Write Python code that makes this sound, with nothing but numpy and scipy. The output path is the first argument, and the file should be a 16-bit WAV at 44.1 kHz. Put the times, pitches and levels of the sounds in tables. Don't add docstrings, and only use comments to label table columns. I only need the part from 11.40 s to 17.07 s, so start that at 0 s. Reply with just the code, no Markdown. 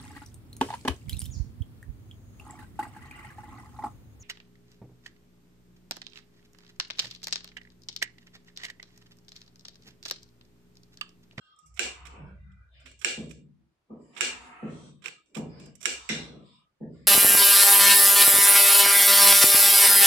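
import sys
import numpy as np
from scipy import signal
from scipy.fft import rfft, irfft
from scipy.io import wavfile
from scipy.ndimage import uniform_filter1d

SR = 44100
rng = np.random.default_rng(int(sys.argv[2]) if len(sys.argv) > 2 else 0)


def volts(x):
    e = np.asarray(x, float) / 20
    return 10 ** e


def store_wav(level_fs):
    pcm = np.round(np.clip(np.atleast_2d(level_fs), -1, 1) * 32767)
    wavfile.write(sys.argv[1], SR, pcm.T.astype(np.int16))


N = 250047


def unit(x):
    return x / np.sqrt(np.mean(x ** 2))


def colour(x, points):
    hz, db = np.transpose(points)
    f = np.fft.rfftfreq(x.shape[-1], 1 / SR) + 1
    return irfft(rfft(x) * volts(np.interp(np.log(f), np.log(hz), db)), x.shape[-1])


def band(x, lo_hz, hi_hz):
    return signal.sosfilt(signal.butter(2, [lo_hz, hi_hz], "band", fs=SR, output="sos"), x)


def stereo(size, alike_hz=500):
    mid, side = rng.standard_normal((2, size))
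    side = signal.sosfilt(signal.butter(1, alike_hz, "high", fs=SR, output="sos"), side)
    return np.array([mid + side, mid - side])


def walk(rate, size=N):
    hold = int(SR / rate)
    steps = np.repeat(rng.standard_normal(size // hold + 1), hold)
    return 1.4 * uniform_filter1d(uniform_filter1d(steps, hold), hold)[:size]


def steep(noise, hz, width, drift=0.019):
    turn = np.exp(2j * np.pi * np.cumsum(hz * (1 + drift * walk(9, size=noise.shape[-1]))) / SR)
    lowpass = signal.butter(2, width / 2.5, fs=SR, output="sos")
    return unit(np.real(turn * signal.sosfilt(lowpass, noise * turn.conj())))


def swells(rows, rise_db_s, fall_db_s):
    t = np.arange(0, N / SR + .01, .002)
    gain = 0
    for a, b, db in rows:
        gain = gain + volts(db - rise_db_s * np.maximum(a - t, 0) - fall_db_s * np.maximum(t - b, 0))
    return np.interp(np.arange(N) / SR, t, gain)


def ring(modes, seconds, scatter_db=0., detune=0.):
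    hz, db, t60 = np.transpose(modes)[:, :, None]
    t = np.arange(int(seconds * SR)) / SR
    luck = rng.standard_normal((2, len(modes), 1))
    sense = (-1.) ** np.arange(len(modes))[:, None]
    fade = volts(db + scatter_db * luck[0] - 60 * t / t60)
    x = (sense * fade * np.sin(2 * np.pi * hz * (1 + detune * luck[1]) * t)).sum(axis=0)
    return x / np.abs(x).max()


def add(out, x, s):
    i = int(s * SR)
    out[..., i:i + x.shape[-1]] += x[..., :N - i]


def ports(x, pan_db):
    lag_s = 0.00053
    late = np.pad(x, (int(lag_s * SR), 0))[:len(x)]
    late = signal.lfilter(*signal.butter(3, 8300, fs=SR), late)
    return np.array([late * volts(pan_db / 2), x * volts(-pan_db / 2)])


def lorry():
    # (from/s, to/s, level/dB)
    revs = [(-.1, .2, -81.5), (.31, .36, -55), (.47, .51, -55), (.61, .8, -52), (.86, .94, -51),
            (.97, 1.22, -51.5), (1.37, 1.6, -58), (1.78, 1.95, -56.5), (2.2, 2.25, -74.5),
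            (2.52, 2.66, -70), (2.9, 3.02, -59.5), (3.25, 3.45, -66), (4.0, 4.25, -62.5), (4.54, 4.92, -62),
            (5.44, 5.7, -61.5)]
    drone_hz = 64
    turn = 2 * np.pi * np.cumsum(drone_hz * (1 + .025 * walk(3))) / SR
    rumble = unit(band(band(stereo(N, 150), 30, 110), 30, 110))
    drone = unit(volts(2.0 * walk(12)) * np.sin(turn) + .55 * rumble)
    return swells(revs, rise_db_s=259, fall_db_s=125.5) * drone


def traffic():
    # (from/s, to/s, level/dB, bass share/dB, treble share/dB)
    openings = [(-.05, 0.2, -72.5, -13.5, 7.5), (0.933, 1.335, -75, -11, -3),
                (0.463, 0.463, -38, -16.5, -16.5), (0.566, 0.798, -53, -27.5, -20),
                (0.745, 0.912, -63, 5, -3), (1.472, 1.54, -73.5, 5.5, 0), (1.662, 1.839, -56, -8.5, 9),
                (2.511, 2.682, -71.5, 8, -7), (2.808, 2.939, -44, -9.5, -40.5),
                (2.97, 3.066, -51, -11.5, 3.5), (3.12, 3.283, -45.5, -19.5, -17),
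                (3.326, 3.486, -58.5, 2, 9.5), (3.67, 3.715, -55, -5.5, -7), (4.0, 4.15, -68.5, 11, -3),
                (4.164, 4.285, -58, 3.5, -6), (4.483, 4.838, -50.5, -21, 7.5), (4.81, 5.034, -65, 5, -3.5),
                (5.062, 5.19, -66.5, -7, 5.5), (5.547, 5.706, -67, -1.5, 2)]
    # (f/Hz, level per Hz/dB)
    wash_colour = [(410, -35), (700, -2), (1110, 0), (1260, 0), (1930, -7), (2160, -4.5), (2780, -8),
                   (3030, -7.5), (3310, -11), (6200, -21), (7670, -14.5), (10500, -35), (14000, -57)]
    start, end, db, bass_db, treble_db = np.transpose(openings)
    bass, middle, treble = (swells(zip(start, end, db + share), rise_db_s=206.5, fall_db_s=165)
                            for share in (bass_db, 0, treble_db + 0.5))
    low = unit(volts(3.0 * walk(10)) * band(band(stereo(N, 700), 130, 600), 130, 600))
    noise, wash = colour(stereo(N), wash_colour), 0
    for hz in 700 * 2 ** (np.arange(26) / 6):
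        opening = middle if hz < 3000 else treble
        wash = wash + volts(2.5 * walk(6)) * opening * band(noise, hz, hz * 1.09)
    return bass * low + volts(-1.5) * wash / np.std(noise)


def pounding():
    # (t/s, peak/dB, brightness/dB, share above 200 Hz/dB)
    thuds = [
        (1.769, -28.5, -8.5, 0),
        (2.496, -42.5, 21, 9),
        (3.22, -27, -12, 1),
        (3.957, -25, 17, -0.5),
        (4.689, -27, 15, 1),
        (5.402, -29, -8.5, -0.5),
    ]
    # (f/Hz, level/dB, t60/s)
    house = [(90.4, -11, 1.3), (129.9, -9.5, 2.1), (145.1, 0, 1.26), (163.9, 1, 1.1), (145.3, -4, 1.3),
             (165, -6, 1.1), (180.9, -9.5, 1.9), (202, -8, 1.3), (212.9, 8, 0.3), (226, -11.5, 1.7),
             (263.6, 2, 0.38), (243.3, -7, .9), (286, -5.5, 0.87), (315, -28.5, 0.27), (346.6, -8, 0.88),
             (442, -9, 0.4), (509.6, -6.5, 0.21), (610, -27, 0.11), (696, -16, 0.49), (844, -13.5, 0.29),
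             (970, -23.5, 0.15)]
    out, t = np.zeros((2, N)), np.arange(int(1.0 * SR)) / SR
    swell = (1 - np.exp(-t / 0.012)) / (1 + (t / .5) ** 8)
    spread = [0.03496, 0, .2] * rng.standard_normal((3 * len(house), 3))
    others = np.repeat(house, 3, axis=0) * (1 + spread)
    others = others - [0, 1, 0] * np.where(others[:, :1] < 190, 13, 5)
    cluster = np.vstack([house, others])
    waves = np.array([ring(cluster, 1.0, 2., .002), ring(cluster, 1.0, 2., .002)]) * swell
    dull = volts(-11.0 - 60 * t / 0.61) * unit(band(band(stereo(len(t), 900), 210, 540), 210, 540)) * swell
    slap = volts(-34.0 - 60 * t / .5) * unit(band(band(stereo(len(t)), 550, 2100), 670, 970))
    edge = volts(-27.0 - 60 * t / 0.093) * unit(band(band(stereo(len(t)), 1140, 1260), 1140, 1260))
    slap = (slap + edge) * swell
    for s, db, bright_db, upper_db in thuds:
        body = colour(waves, [(180, 0.0035), (220, upper_db)])
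        add(out, volts(db) * (body + volts(upper_db) * dull + volts(bright_db) * slap), s)
    return out


def flickering(rows):
    out, flicker = np.zeros((2, N)), volts(2 * walk(14))
    for start, end, hz, width, db in rows:
        size = int((end - start) * SR)
        if start:
            fade = signal.windows.tukey(size, .6)
        else:
            fade = np.minimum(3 * np.linspace(1, 0, size), 1)
        shimmer = flicker[rng.integers(N - size):][:size]
        add(out, volts(db) * steep(stereo(size), hz, width, .002) * fade * shimmer, start)
    return out


def hums():
    # (from/s, to/s, f/Hz, level/dB)
    hum_rows = [(.11, .22, 1230, -61.5), (3.75, 3.83, 1270, -69.5), (5.4, 5.52, 910, -64.5),
                (.2, .34, 155, -69), (.58, 0.726, 150, -65), (.74, 0.957, 147, -50.5),
                (0.74, 1.26, 142, -60.5), (.74, 1.01, 190, -55.5), (.95, 1.22, 187, -65.5),
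                (1.3, 2, 136, -66.5), (1.423, 1.555, 263, -68.5), (3.72, 3.9, 315, -77),
                (2.83, 3.18, 252, -57), (2.15, 2.4, 330, -77.5), (3.64, 3.72, 462, -62.5)]
    return flickering([(a, b, hz, 0.084 * hz, db) for a, b, hz, db in hum_rows])


def squeal():
    # (f/Hz, width/Hz, level/dB, duration/s)
    tones = [(1249, 51, -65.5, 0.37), (1530, 140, -73.5, 0.17), (2040, 80, -83, 0.33),
             (2796, 61, -76.5, .3), (3237, 50, -75, .25), (3600, 63, -77.5, 0.27), (4030, 65, -82.5, .3),
             (4450, 60, -82, 0.17), (4800, 65, -86, 0.2), (5350, 100, -85.5, 0.3), (7700, 570, -80, 0.11)]
    return flickering([(0, s, hz, width, db) for hz, width, db, s in tones])


def streaks():
    # (from/s, to/s, f/Hz, level/dB)
    thin_tones = [(.76, .93, 5320, -85), (.82, .91, 4900, -85), (1.12, 1.27, 4930, -89),
                  (1.32, 1.49, 4900, -77), (.92, 1.2, 3700, -88), (.93, 1.32, 2400, -81),
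                  (.88, 1.34, 2000, -76), (.95, 1.06, 2780, -82), (1.32, 1.47, 2380, -76),
                  (1.3, 1.48, 3580, -74), (4.9, 5.05, 1290, -70), (5.08, 5.34, 1250, -74),
                  (4.95, 5.29, 1000, -74), (3.96, 4.2, 1300, -70), (3.96, 4.2, 1690, -72),
                  (3.96, 4.3, 2400, -72), (3.98, 4.2, 3500, -78), (5.42, 5.7, 1420, -76)]
    width_hz = 81
    return flickering([(a, b, hz, width_hz, db) for a, b, hz, db in thin_tones])


def noise_patches():
    # (f/Hz, width/Hz, level/dB)
    patch_bands = [(610, 180, 1), (975, 130, -1.5), (1250, 210, -3), (1481, 300, -4), (1800, 220, -2),
                   (2050, 240, -2), (2380, 150, -3), (3000, 530, -7), (3600, 500, -5.5), (4120, 720, -6),
                   (4968, 540, 1), (7540, 1400, 2.5), (10400, 680, -5.5)]
    # (from/s, to/s, level/dB, strongest near/Hz, fall away from there/dB per octave)
    patch_rows = [(0.535, 0.748, -53.5, 1138, 36), (0.689, 0.928, -60.5, 975, 28),
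                  (0.791, 1.025, -65, 594, 43.5), (0.849, 1.484, -63.5, 1500, 59),
                  (1.306, 1.467, -69, 3600, 53), (5.028, 5.202, -60, 3730, 33.5),
                  (1.273, 1.553, -73.5, 610, 38), (1.313, 1.499, -63.5, 2860, 16),
                  (2.477, 2.703, -62.5, 1100, 25.5), (2.583, 2.772, -73.5, 6200, 8),
                  (2.98, 3.135, -70, 9500, 13), (3.13, 3.273, -74, 10400, 40), (3.27, 3.495, -75, 8550, 10),
                  (4.077, 4.319, -63.5, 4620, 29), (5.07, 5.28, -68, 2900, 36.5),
                  (5.39, 5.52, -66.5, 1680, 37), (5.524, 5.75, -69.5, 2156, 18),
                  (5.495, 5.752, -74, 5350, 19.5), (3.904, 4.094, -76, 2250, 16.5)]
    out, patch_noise = np.zeros((2, N)), stereo(N)
    for hz, width, db in patch_bands:
        rows = []
        for a, b, patch_db, near_hz, fall_db in patch_rows:
            rows.append((a + .04, b - .04, db + patch_db - fall_db * abs(np.log2(hz / near_hz))))
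        out += swells(rows, 340, 300) * steep(patch_noise, hz, width) * volts(2.8 * walk(16))
    return out


def rim():
    # (f/Hz, width/Hz, level/dB, t60/s)
    rim_tones = [(1515, 160, -42.5, 0.49), (1864, 124, -39.5, 0.33), (2080, 150, -34, 0.4),
                 (2257, 250, -43.5, 0.42), (3556, 250, -36.5, 0.5), (3880, 370, -37.5, 0.54),
                 (5610, 970, -35, 0.41)]
    out, t = np.zeros((2, N)), np.arange(int(.4 * SR)) / SR
    tones = sum(volts(db - 60 * t / t60) * steep(stereo(len(t)), hz, width)
                for hz, width, db, t60 in rim_tones)
    add(out, tones * np.minimum(t / 0.0032, 1), 4.691)
    return out


def walls():
    # (f/Hz, level per Hz/dB)
    wall_colour = [(110, -48.5), (180, -19.5), (293, -12.5), (370, -8.5), (450, -7), (600, -11), (830, -12),
                   (1000, -14), (1450, -4), (1550, -12), (1650, -3), (1880, -12.5), (2360, -2.5),
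                   (2560, -5), (2820, -1.5), (3060, -7.5), (3250, -7.5), (3420, -7.5), (3680, -7.5),
                   (4250, -7.5), (4800, -7.5), (5590, -8), (6300, -16.5), (6800, -15), (7550, -6.5),
                   (9640, -27), (13500, -38.5), (15300, -40), (16000, -52)]
    # (f/Hz, width/Hz, level/dB, t60/s)
    linger = [(1480, 90, -22.5, 0.41), (1651, 80, -18.5, 0.35), (2000, 46, -24.5, .4),
              (2375, 130, -19.5, 0.5), (2808, 42, -17.5, .5), (3180, 60, -27, .4), (3655, 110, -22.5, 0.55),
              (4250, 99, -26, .45), (4420, 200, -27, .6), (7550, 370, -23.5, 0.45)]
    hold_s, t60_s, uneven_db = 0.044, 0.28, 2
    t = np.arange(int(.6 * SR)) / SR
    grains = volts(3.6 * np.minimum(rng.exponential(size=(2, len(t))), 4))
    past_hold = (np.sqrt((t - hold_s) ** 2 + 0.068 ** 2) + t - hold_s) / 2
    fade = volts(-60 * past_hold / t60_s)
    peaks = np.c_[500 * 1.04 ** np.arange(80), uneven_db * rng.standard_normal(80)]
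    diffuse = unit(colour(colour(stereo(len(t)) * grains, wall_colour), peaks))
    tones = sum(volts(db - 60 * t / t60) * steep(stereo(len(t)), hz, width, 0.0024)
                for hz, width, db, t60 in linger)
    return (diffuse * fade + tones) * (1 - np.exp(-t / .009))


def room(blows):
    echo = walls()
    air = volts(4 - 60 * np.arange(echo.shape[1]) / SR / 3.7)
    top = volts([[-8], [2]]) * air * band(echo, 7500, 16000)
    parts = band(echo, 210, 1100), band(echo, 1100, 4800), band(echo, 5700, 9370), top
    far = sum(signal.fftconvolve(b[None], part)[:, :N] for b, part in zip(blows, parts))
    return volts(-29.5 + 15.5) * far


def steel(force, low_db, top_db):
    # (f/Hz, level/dB)
    crack_colour = [(300, -48), (1000, -13), (1550, -6), (1880, -11), (2200, -2.5), (2800, -7), (3500, -8),
                    (4600, -17), (5600, -6), (6500, -14), (7600, -4), (8600, -12.5), (9600, -18.5),
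                    (12000, -22), (15500, -38)]
    # (f/Hz, level/dB, t60/s)
    low_modes = [(360, 25, 0.037), (440, 25, 0.03), (510, 26, 0.025), (620, 29, 0.03), (827, 19, .03),
                 (1023, 10, .04)]
    tilt = [(3800, 0), (6000, top_db + 14)]
    low = signal.fftconvolve(force, ring(low_modes, .08, 3., .03))[:len(force)]
    crack = colour(colour(force, crack_colour), tilt)
    return crack / np.abs(crack).max() + volts(low_db - 3.0) * low / np.abs(low).max()


def crunch(rows, length):
    near, blows = np.zeros((2, N)), np.zeros((4, N))
    t = np.arange(int(.06 * SR)) / SR
    for s, db, top_db, room_db in rows:
        spikes = volts(1.6 * np.minimum(rng.exponential(size=len(t)), 3))
        envelope = np.exp(-t / length) * np.minimum(t / (0.19 * length), 1)
        snaps = rng.standard_normal(len(t)) * spikes * envelope
        add(near, volts(db) * ports(steel(snaps, -20.0, top_db), -17.5), s)
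        shares_db = np.array([[-3], [0], [.5 * top_db + 12.0], [.5 * top_db + 4.0]])
        add(blows, volts(db + room_db + shares_db), s)
    return near, blows


def ticks():
    # (t/s, peak/dB, 7.6 kHz share/dB, room/dB)
    touches = [(0.162, -63.5, 21, -12.5), (0.188, -52, 4.5, -6), (0.3731, -42, -24, -7.5),
               (1.1178, -62.5, -16, 4), (1.514, -50.5, -14, 0.5), (3.672, -37.5, -20, -10),
               (3.8593, -61, -9.5, 8.5), (4.1984, -48, -14.5, 10), (4.258, -53, -7.5, -12.5),
               (4.353, -47.5, -4.5, -4), (4.4127, -42, -8, -10), (5.662, -67, -15, 0.5)]
    return crunch(touches, 0.0061)


def tears():
    # (t/s, peak/dB, 7.6 kHz share/dB, room/dB)
    fibres = [(0.259, -57, -0.5, 3.5), (0.34, -58, 2.5, 2), (0.362, -49.5, -12.5, -17.5),
              (0.6516, -42.5, -19.5, -10), (1.3992, -62.5, -1, -9), (1.457, -43.5, -22.5, 10),
              (1.59, -53, -3, -1), (1.613, -39.5, -16.5, -2), (1.892, -52, -11.5, 10.5),
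              (2.729, -64, -20, 21), (2.748, -55.5, -15, 7), (2.763, -38.5, -27, 8),
              (2.773, -38.5, -20, 10.5), (3.62, -52, -21.5, -1), (3.6391, -43, -22.5, 19.5),
              (3.9452, -41.5, -17.5, 10.5), (3.966, -39.5, -16, -7), (4.448, -40, -21, -10),
              (4.404, -48.5, -6, 1), (4.4268, -35.5, -8, -10)]
    return crunch(fibres, 0.018)


def blow(db, low_db, top_db):
    # (f/Hz, level/dB, t60/s)
    plate = [(1394, -3, 0.022), (1680, 1, 0.036), (2150, -2.5, 0.018), (2600, 2, 0.0063),
             (2746, 6.5, 0.011), (3964, -4, 0.041), (5660, 3.5, 0.015), (7200, -14.5, 0.0053),
             (7474, 0.5, 0.024)]
    contact_s, chatter_s = .0016, .0002
    t = np.arange(int(.1 * SR)) / SR
    soft = np.exp(-.045 * (db + 8))
    rocking = 1 + .7 * np.cos(2 * np.pi * (t - contact_s) / .0035)
    force = volts(-18.5 - 60 * t / .05) * soft * rocking * rng.standard_normal(len(t)) * (t > .002)
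    jitter, strength = rng.standard_normal((2, 60))
    for k, share in enumerate(np.hanning(int(8 * soft) + 2)[1:-1][:60]):
        s = contact_s + (k + .1 * np.log(soft) * jitter[k]) * chatter_s
        force[round(s * SR)] = share * (-1) ** k * volts(2 * strength[k])
    x = steel(force, low_db, top_db)
    add(x, volts(-8.0) / soft * band(ring(plate, .08, 0.68, 0.039), 660, 21000), contact_s)
    return x


def knocks():
    # (t/s, peak/dB, 300-1000 Hz share/dB, 7.6 kHz share/dB, room/dB)
    knock_rows = [
        (0.3919, -9.5, -34.5, -16, 1.5),
        (0.6651, -48, -28, -16, 11.5),
        (1.6454, -8, -36.5, -17, 1.5),
        (1.908, -46.5, -34, -15, 4.5),
        (2.807, -8.5, -40, -16, 3.5),
        (3.657, -23, -33, -25.5, -12),
        (3.6798, -33, -21, -22, -53.5),
        (3.9494, -36, -21, -18, -0.5),
        (4.4546, -7.5, -36.5, -14, -1),
        (4.689, -21.5, -45, -18.5, 10),
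    ]
    near, blows = np.zeros((2, N)), np.zeros((4, N))
    for s, db, low_db, top_db, room_db in knock_rows:
        pan_db = -8.5 + 0.4082 * db
        add(near, volts(db) * ports(blow(db, low_db, top_db), pan_db), s)
        shares_db = np.array([[.5 * low_db + 17.5], [0], [.5 * top_db + 10.0], [1.48 * top_db + 21.0]])
        add(blows, volts(db + room_db + shares_db), s)
    return near, blows


def knife():
    near, blows = zip(ticks(), tears(), knocks())
    return sum(near) + room(sum(blows))


def scene():
    background = lorry() + traffic() + pounding() + hums()
    tones_and_bands = squeal() + streaks() + noise_patches()
    return background + tones_and_bands + rim() + knife()


def suppress(x):
    # (f/Hz, level per bin/dB)
    noise_estimate = [(40, -86), (150, -89.5), (600, -88.5), (1500, -90), (4000, -101), (8000, -100),
                      (12000, -108), (16000, -112)]
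    hz, _, z = signal.stft(x, SR, nperseg=1024, noverlap=768)
    power = uniform_filter1d(np.mean(np.abs(z) ** 2, axis=0), size=3, axis=0)
    power = signal.lfilter([.3], [1, -.7], power)
    uneven_db = 6 * uniform_filter1d(rng.standard_normal(len(hz)), size=4)
    f, db = np.transpose(noise_estimate)
    noise = volts(2 * (np.interp(np.log(hz + 1), np.log(f), db) + uneven_db))[:, None]
    gain = np.maximum(1 - noise / (power + 1e-18), volts(-16))
    return signal.istft(z * gain, SR, nperseg=1024, noverlap=768)[1][:, :N]


def top_cut(x):
    return signal.sosfilt(signal.butter(12, 16650, fs=SR, output="sos"), x)


def record(dry):
    # (f/Hz, level per Hz/dB)
    hiss_colour = [(25, -6.5), (60, 2), (400, -6), (1500, -13.5), (5000, -23), (8000, -29), (11000, -31.5),
                   (16000, -41.5)]
    ceiling = 0.88
    top = signal.ellip(8, .2, 70, 15950, fs=SR, output="sos")
    bottom = signal.butter(3, 42, "high", fs=SR, output="sos")
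    hiss = volts(-80) * unit(colour(stereo(N), hiss_colour))
    rounded = ceiling * np.tanh(dry / ceiling)
    heard = signal.sosfilt(np.vstack([top, bottom]), rounded)
    return top_cut(suppress(heard) + hiss)


dry = scene()
out = record(dry)
store_wav(out)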